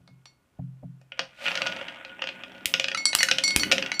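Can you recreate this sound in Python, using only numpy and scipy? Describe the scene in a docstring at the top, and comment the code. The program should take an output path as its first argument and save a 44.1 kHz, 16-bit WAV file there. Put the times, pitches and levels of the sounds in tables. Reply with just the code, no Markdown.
"""A wooden roulette wheel on a table in a small room. First come faint clinks and two dull bumps that set the
table booming. From about 1 s the wheel is spun: a gritty scrape swells and fades, tiny rolling contacts rumble
and clatter, and the wooden bowl knocks under the hand that turns it. From about 2.2 s the ball is launched and
knocks round the wooden bowl; from about 2.7 s it also cracks against metal studs, then clanks on the metal
centre cone and sets the brass turret ringing. Each impact is a brief broadband pulse; bowl, cone and turret
ring on in damped modes."""
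import sys
import numpy as np
from scipy import signal
from scipy.fft import rfft, irfft
from scipy.io import wavfile
from scipy.ndimage import uniform_filter1d

SR = 44100
rng = np.random.default_rng(int(sys.argv[2]) if len(sys.argv) > 2 else 0)


def unload_audio(sound):
    """Save the sound as a 16-bit wav file, at the path given as the first command line argument."""
    columns = np.transpose(np.atleast_2d(sound))
    # keep every value between -1 and 1, then stretch to whole-number steps
    steps = np.round(np.clip(columns, -1, 1) * 32767)
    wavfile.write(sys.argv[1], SR, steps.astype(np.int16))


N = 176400

# Dull bumps on the table: start_s, level_db
BUMPS = [(0, -51.5), (0.085, -45.5), (0.587, -28), (0.826, -32)]
# Knocks on the wooden bowl: start_s, level_db, treble_db, body_db
BOWL_KNOCKS = [(1.0135, -47, -6, 16), (1.1193, -26, -61, -16.5), (1.1926, -10, -31, -7.5),
               (1.456, -19.5, -57, -21), (1.4633, -16, -57, -24), (1.4744, -16, -66, -33),
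               (1.4818, -12, -38, -7), (1.516, -17, -36, -2), (1.5535, -15, -26.5, -25),
               (1.574, -16.5, -26, -18), (1.6181, -10, -30, -6), (1.6636, -17, -30, -6),
               (1.6693, -14, -30.5, -12), (1.722, -20.5, -34, -13), (1.7635, -25.5, -34, -11),
               (1.8117, -24, -45, 0), (1.8823, -22.5, -50, -38), (2.0486, -27, -37, -7),
               (2.094, -32.5, -66, -19), (2.1917, -28, -105, -7), (2.2195, -14, -52, -19),
               (2.2397, -19, -40, -7), (2.2714, -18, -35, -13), (2.2892, -19, -45, -12),
               (2.4354, -24.5, -40, -9), (2.7388, -4.5, -23.5, -11.5), (2.7971, -8.5, -25, -21),
               (2.842, -10.5, -34, -17.5), (2.883, -13, -26, -26), (2.9153, -17, -33, -18),
               (3.2301, -8, -1, -48), (3.3126, -3, -21, -11), (3.3839, -7.5, -26, -22),
               (3.7148, -6, -19, -11), (3.721, -3.5, -18, -58), (3.7268, -12, -8.5, 5),
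               (3.7809, -11, -27, -14), (3.8241, -14, -37, -36), (3.8609, -17, -36, -26)]
# Hard hits on the studs: start_s, level_db, thud_db
STUD_HITS = [(2.657, -11.5, -32), (3.1503, -6.5, -31), (3.562, -6.5, -14)]
# Metal hits on the centre cone and on the separators between pockets: start_s, level_db, tilt_db_per_octave,
# hollow_pitch_hz
CONE_HITS = [(2.9471, -21.5, 0.5, 1333), (3.1304, -21.5, -1.5, 3970), (3.206, -20, -0.5, 2060),
             (3.2302, -14.5, 4, 1856), (3.2861, -19, 2, 1512), (3.6334, -19, -0.5, 2950),
             (3.917, -23, -2, 2260)]
# Hits on the turret: start_s, ring_db, lowest_mode_db, cross_arms_db, tick_db
TURRET_HITS = [(0.076, -69, -56.5, -63, -46), (0.2556, -43.5, -56.5, -66, -39),
               (2.9735, -20.5, -19, -40, -24.5), (3.0544, -14, -18, -8, -14.5),
               (3.1866, -15, -22, -45, -20), (3.437, -9, -16.5, -17, -17), (3.478, -17, -22, -16, -20.5),
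               (3.506, -26.5, -24, -38, -21.5), (3.5953, -16.5, -24.5, -34, -21),
               (3.9405, -27, -28, -61, -37), (3.9945, -12, -23, -14, -21)]

# Envelopes of the wheel's motion: time_s, level_db
RUMBLE_ENVELOPE = [(1.3, -76), (1.65, -48.5), (1.95, -61), (2.55, -55), (2.8, -56), (3.45, -52),
                   (3.65, -37), (3.85, -45), (4, -57)]
ROLLING_ENVELOPE = [(1.1, -81.5), (1.17, -56.5), (1.37, -67.5), (1.41, -43.5), (1.47, -41), (1.53, -40),
                    (1.68, -41.5), (1.82, -42), (1.9, -46.5), (2.15, -54.5), (2.4, -49), (2.6, -54.5),
                    (2.8, -51.5), (3.1, -55), (3.87, -42.5), (4, -55)]

# Normal modes of each body: frequency_hz, relative_level_db, t60_s
TABLE_MODES = [(130.4, 1, 0.58), (155.2, -3.5, 0.37), (174.4, 3, 0.31), (261.6, -2.5, 0.19)]
RIM_MODES = [(531, -8, .15), (1448, 0, .17), (2375, -8, .06)]
BOWL_MODES = [(531, -11, .14), (640, -13, .06), (1444, -7, .12), (1830, -5, .06), (2373, -3, .06),
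              (2497, -1, .06), (2690, -2, .07), (2858, -2, .07), (3022, -5, .06), (3321, -6, .06),
              (5640, -11, .03)]
CONE_MODES = [(1485, -5.5, 0.054), (1774, -5, 0.06), (2006, 7, 0.027), (2600, 7, 0.015),
              (2905, -4.5, 0.094), (3960, -6.5, 0.12), (5580, -6, 0.025), (6300, -3.5, 0.028),
              (9450, -7, 0.014)]
TURRET_MODES = [(4443, -7, .2), (5768, -12, .19), (7234, -18, .15), (8850, -28, .08), (10570, -36, .07),
                (12230, -33, .08)]
TURRET_LOWEST_MODE = [(2179, -5.5, .4)]
CROSS_ARM_MODES = [(4660, 3, 0.016), (5770, -6, 0.039), (7780, -4, 0.029), (8300, -20, 0.054),
                   (9000, -12.5, 0.036), (9970, -19.5, 0.059)]

# Spectral densities of the sustained noises: frequency_hz, relative_level_db
AMBIENT_SPECTRUM = [(25, -4), (70, 1), (200, -4), (400, -14), (1100, -13), (2500, -24), (9000, -27),
                    (15500, -34)]
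RUMBLE_SPECTRUM = [(40, -35), (110, -7.5), (200, -1.5), (290, -7), (420, -9), (800, -42)]
ROLLING_SPECTRUM = [(40, -38), (120, -4.5), (175, 5), (400, -11), (540, 5), (1200, 1), (2400, 6.5),
                    (3400, 0), (4500, -29), (8000, -21), (15500, -42)]
RASP_SPECTRUM = [(300, -32), (900, -15), (2400, 8), (5000, -6), (8000, -14), (15500, -26)]
# Spectral densities of the impacts: frequency_hz, relative_level_db
THUMP_SPECTRUM = [(30, -8.5), (110, 15.5), (400, -11.5), (650, 0), (1100, -25.5), (5000, -54)]
WOOD_SPECTRUM = [(60, -37), (170, -13.5), (380, -13.5), (560, 8), (800, 2), (1100, -5), (1800, -5),
                 (2700, 2), (3900, -0.5), (5700, 6), (7500, 0.5), (10000, -6), (15500, -22)]
STUD_SPECTRUM = [(100, -17.5), (600, 5.5), (1200, 4.5), (2600, 13.5), (4000, 10.5), (5800, 8.5), (9000, 9),
                 (11500, 1.5), (15500, -0.5)]
METAL_SPECTRUM = [(100, -21), (500, 4), (1300, 12.5), (2200, 3.5), (4500, 15.5), (7500, -5), (10000, -4),
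                  (15500, -52)]

# Reverberation time of the room: frequency_hz, t60_s
ROOM_DECAY = [(500, 0.24), (6000, 0.21), (15000, 0.32)]
# Reflections from near surfaces: delay_s, level_db
EARLY_REFLECTIONS = [(.0032, -20), (0.0108, -17.5)]

KNOCK_DB, BOWL_RING_DB, TABLE_RING_DB, CONE_RING_DB = -3.5, -15, -43, -5  # added to each hit's level
GRAINS_PER_S, GRAIN_SPREAD_DB = 3200, 3.5
RIM_DB, RIM_DETUNE, RIM_SPOT_S = -1, 0.009, 0.05
RATTLES_PER_S, RATTLE_SPREAD_DB, RATTLE_DB = 85, 5, -4
RASP_PEAK_S, RASP_DB, RASP_RISE_DB_PER_S, RASP_FALL_DB_PER_S, GRIT_DB = 1.454, -36.5, 256, 90, 2
SPOT_COLOUR_DB, SPOT_DETUNE = 2, 0.05
AMBIENT_DB, REVERB_DB = -70, -6.5
LOW_CUT_HZ, HIGH_CUT_HZ = 36, 15550
BIN_HZ = np.fft.rfftfreq(2048, 1 / SR)  # frequency grid of the impact spectra


def amp(db):
    return 10 ** (np.asarray(db) / 20)


def unit_rms(x):
    return x / np.sqrt(np.mean(x ** 2) + 1e-20)


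def curve_at(points, hz=BIN_HZ):
    """Interpolation on a logarithmic frequency axis."""
    point_hz, value = np.transpose(points)
    return np.interp(np.log(hz + 1), np.log(point_hz + 1), value)


def envelope(points):
    """Gain over time, interpolated in decibels."""
    return amp(np.interp(np.arange(N) / SR, *np.transpose(points)))


def add(mix, start_s, sound):
    """Superposition: a sound sums into the mix."""
    part = mix[max(round(start_s * SR), 0):][:len(sound)]
    part += sound[:len(part)]


def coloured(x, spectrum):
    """Linear filtering by a spectrum, scaled to rms 1."""
    gain = amp(curve_at(spectrum, np.fft.rfftfreq(len(x), 1 / SR)))
    return unit_rms(irfft(rfft(x) * gain, len(x)))


def impact(colour_db, rise_s):
    """A brief contact radiates a broadband pulse, here with the energy of 1 ms at rms 1."""
    t = np.arange(2 * len(BIN_HZ) - 2) / SR
    shape = t / rise_s * np.exp(-t / rise_s)
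    burst = shape * rng.standard_normal(len(t))
    for _ in range(4):  # flatten the spectrum while keeping the envelope
        spectrum = rfft(burst)
        burst = shape * np.sign(irfft(spectrum / (abs(spectrum) + 1e-9)))
    log_gain = np.log(amp(np.r_[colour_db, colour_db[-2:0:-1]]))
    minimum_phase = np.exp(np.conj(signal.hilbert(log_gain)))
    pulse = np.fft.ifft(np.fft.fft(burst) * minimum_phase).real
    return pulse / np.sqrt(np.sum(pulse ** 2) / SR * 1000)


def ring(modes, rise_s, scatter_db, tilt_db=0):
    """Free vibration is a sum of damped modes, whose balance varies with the struck spot."""
    t = np.arange(SR * 3 // 4) / SR
    hz, db, t60 = np.transpose(modes)[:, :, None]
    octaves = np.log2(hz / np.exp(np.log(hz).mean()))
    db = db + tilt_db * octaves + scatter_db * rng.standard_normal(hz.shape)
    waves = amp(db - 60 * t / t60) * np.sin(2 * np.pi * (hz * t + rng.random(hz.shape)))
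    return waves.sum(0) * (1 - np.exp(-t / rise_s))


def spot_colour():
    """The bowl's response depends on the point of contact: random peaks and dips in dB."""
    return SPOT_COLOUR_DB * unit_rms(uniform_filter1d(rng.standard_normal(len(BIN_HZ)), size=22))


def ambience():
    """Stationary noise, faint and strongest in the bass."""
    return amp(AMBIENT_DB) * coloured(rng.standard_normal(N), AMBIENT_SPECTRUM)


def room(x):
    """Reverberation: early reflections and an exponentially decaying diffuse field join the sound."""
    hz, t, noise = signal.stft(rng.standard_normal(SR * 3 // 4), SR, nperseg=256)
    decay = amp(-60 * t / curve_at(ROOM_DECAY, hz)[:, None])
    tail = signal.istft(noise * decay, SR, nperseg=256)[1]
    tail *= np.minimum(np.arange(len(tail)) / SR / 0.0031, 1)
    response = amp(REVERB_DB) * tail / np.linalg.norm(tail)
    for delay_s, db in EARLY_REFLECTIONS:
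        add(response, delay_s, amp([db]))
    return x + signal.fftconvolve(x, response)[:N]


def table_bumps():
    """A soft blow has a long contact time, so it thumps and excites the table's low modes."""
    out = np.zeros(N)
    for start_s, db in BUMPS:
        add(out, start_s, amp(db) * ring(TABLE_MODES, rise_s=0.04, scatter_db=-0.7))
        add(out, start_s, amp(db + 3) * impact(curve_at(THUMP_SPECTRUM), rise_s=0.006))
    return out


def wheel_rumble():
    """Random vibration of the turning wheel radiates low-frequency noise."""
    return envelope(RUMBLE_ENVELOPE) * coloured(rng.standard_normal(N), RUMBLE_SPECTRUM)


def rattle():
    """A Poisson process of small woody clicks, at rms 1."""
    occurs = rng.random(N) < RATTLES_PER_S / SR
    clicks = occurs * amp(RATTLE_SPREAD_DB * np.minimum(rng.exponential(1, N), 2.5))
    spot = rng.integers(0, 10, N)
    colour_db = curve_at(WOOD_SPECTRUM) + curve_at([(3000, 14), (8000, -18)])
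    out = np.zeros(N)
    for k in np.unique(spot):
        response = impact(colour_db + spot_colour(), rise_s=0.0006)
        out += signal.fftconvolve(clicks * (spot == k), response)[:N]
    return unit_rms(out)


def rolling():
    """Forced vibration: tiny contacts drive the bowl and its hollow rim, whose pitch varies by spot."""
    grains = (rng.random(N) < GRAINS_PER_S / SR) * rng.standard_normal(N)
    grains *= amp(GRAIN_SPREAD_DB * np.minimum(rng.exponential(1, N), 3.5))
    spot = rng.integers(0, 6, N)[(np.arange(N) / SR / RIM_SPOT_S).astype(int)]
    rim = np.zeros(N)
    for k in np.unique(spot):
        modes = [(hz * (1 + RIM_DETUNE * rng.standard_normal()), db, t60) for hz, db, t60 in RIM_MODES]
        rim += signal.fftconvolve(grains * (spot == k), ring(modes, rise_s=0.001, scatter_db=2))[:N]
    bowl = coloured(grains, ROLLING_SPECTRUM) + amp(RIM_DB) * unit_rms(rim) + amp(RATTLE_DB) * rattle()
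    return envelope(ROLLING_ENVELOPE) * bowl


def wheel_rasp():
    """Friction noise: a gritty scrape swells as the wheel is pushed and fades as it runs free."""
    t = np.arange(N) / SR - RASP_PEAK_S
    grit = np.clip(unit_rms(uniform_filter1d(rng.standard_normal(N), size=120)), -2, 2)
    scrape = coloured(amp(GRIT_DB * grit) * rng.standard_normal(N), RASP_SPECTRUM)
    swell_db = np.minimum(RASP_RISE_DB_PER_S * t, -RASP_FALL_DB_PER_S * t)
    return amp(RASP_DB + swell_db) * scrape


def bowl_knocks():
    """Impact excitation: a woody crack, a short ring of the bowl and a faint boom of the table."""
    out = np.zeros(N)
    treble_weight = curve_at([(3000, 0.028), (9500, 1.0)])
    body_weight = curve_at([(900, 0.91), (1700, 0.16)])
    for start_s, db, treble_db, body_db in BOWL_KNOCKS:
        wood_db = curve_at(WOOD_SPECTRUM, BIN_HZ * (1 + SPOT_DETUNE * rng.standard_normal()))
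        colour_db = wood_db + treble_db * treble_weight + body_db * body_weight + spot_colour()
        add(out, start_s, amp(db + KNOCK_DB) * impact(colour_db, rise_s=0.0011))
        bowl = ring(BOWL_MODES, rise_s=0.00053, scatter_db=3.5)
        add(out, start_s, amp(db + KNOCK_DB + BOWL_RING_DB) * bowl)
        table = ring(TABLE_MODES, rise_s=0.003, scatter_db=1.8, tilt_db=6)
        add(out, start_s, amp(db + TABLE_RING_DB) * table)
    return out


def stud_cracks():
    """Momentum transfer: the ball cracks against a stud and jolts the whole wheel."""
    out = np.zeros(N)
    jolt_time = np.arange(SR // 10) / SR / 0.0019  # in time constants of 1.9 ms
    thud = (1 - jolt_time) * np.exp(-jolt_time)
    for start_s, db, thud_db in STUD_HITS:
        add(out, start_s, amp(db) * impact(curve_at(STUD_SPECTRUM), rise_s=0.00059))
        add(out, start_s, amp(thud_db + 2.5) * thud)
    return out


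def cone_clanks():
    """Strongly damped modes make the cone clank, led by the hollow tone of the struck spot."""
    out = np.zeros(N)
    for start_s, db, tilt_db, hollow_hz in CONE_HITS:
        colour_db = curve_at(METAL_SPECTRUM) + tilt_db * np.log2(BIN_HZ / 3000 + 0.05)
        add(out, start_s, amp(db) * impact(colour_db, rise_s=0.001))
        clank = ring(CONE_MODES, rise_s=0.0003, scatter_db=2, tilt_db=tilt_db)
        add(out, start_s, amp(db + CONE_RING_DB) * clank)
        add(out, start_s, amp(db) * ring([(hollow_hz, 1.5, 0.048)], rise_s=0.0005, scatter_db=0))
    return out


def turret_clinks():
    """Inharmonic modes of the brass turret and its cross arms ring; harder ticks are brighter."""
    out = np.zeros(N)
    for start_s, ring_db, lowest_db, arms_db, tick_db in TURRET_HITS:
        for modes, db in (TURRET_MODES, ring_db), (TURRET_LOWEST_MODE, lowest_db), (CROSS_ARM_MODES, arms_db):
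            add(out, start_s, amp(db) * ring(modes, rise_s=0.0007, scatter_db=1.2))
        tilt_db = 0.24 * (tick_db + 35.5)
        colour_db = curve_at(METAL_SPECTRUM) + tilt_db * np.log2(BIN_HZ / 3000 + 0.26)
        add(out, start_s, amp(tick_db) * impact(colour_db, rise_s=0.0012))
    return out


def scene():
    """Superposition of the reverberant ball and wheel, the bumps and the ambience, in mono."""
    ball = bowl_knocks() + stud_cracks() + cone_clanks() + turret_clinks()
    wheel = rolling() + wheel_rumble() + wheel_rasp()
    return (room(ball + wheel) + table_bumps() + ambience())[None]


def record(dry):
    """Band limiting: filters remove the deepest bass and the highest treble."""
    highpass = signal.butter(2, LOW_CUT_HZ, "highpass", fs=SR, output="sos")
    lowpass = signal.firwin(511, HIGH_CUT_HZ, window=("kaiser", 9), fs=SR)
    return signal.oaconvolve(signal.sosfilt(highpass, dry), lowpass[None], "same")


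dry = scene()
out = record(dry)
unload_audio(out)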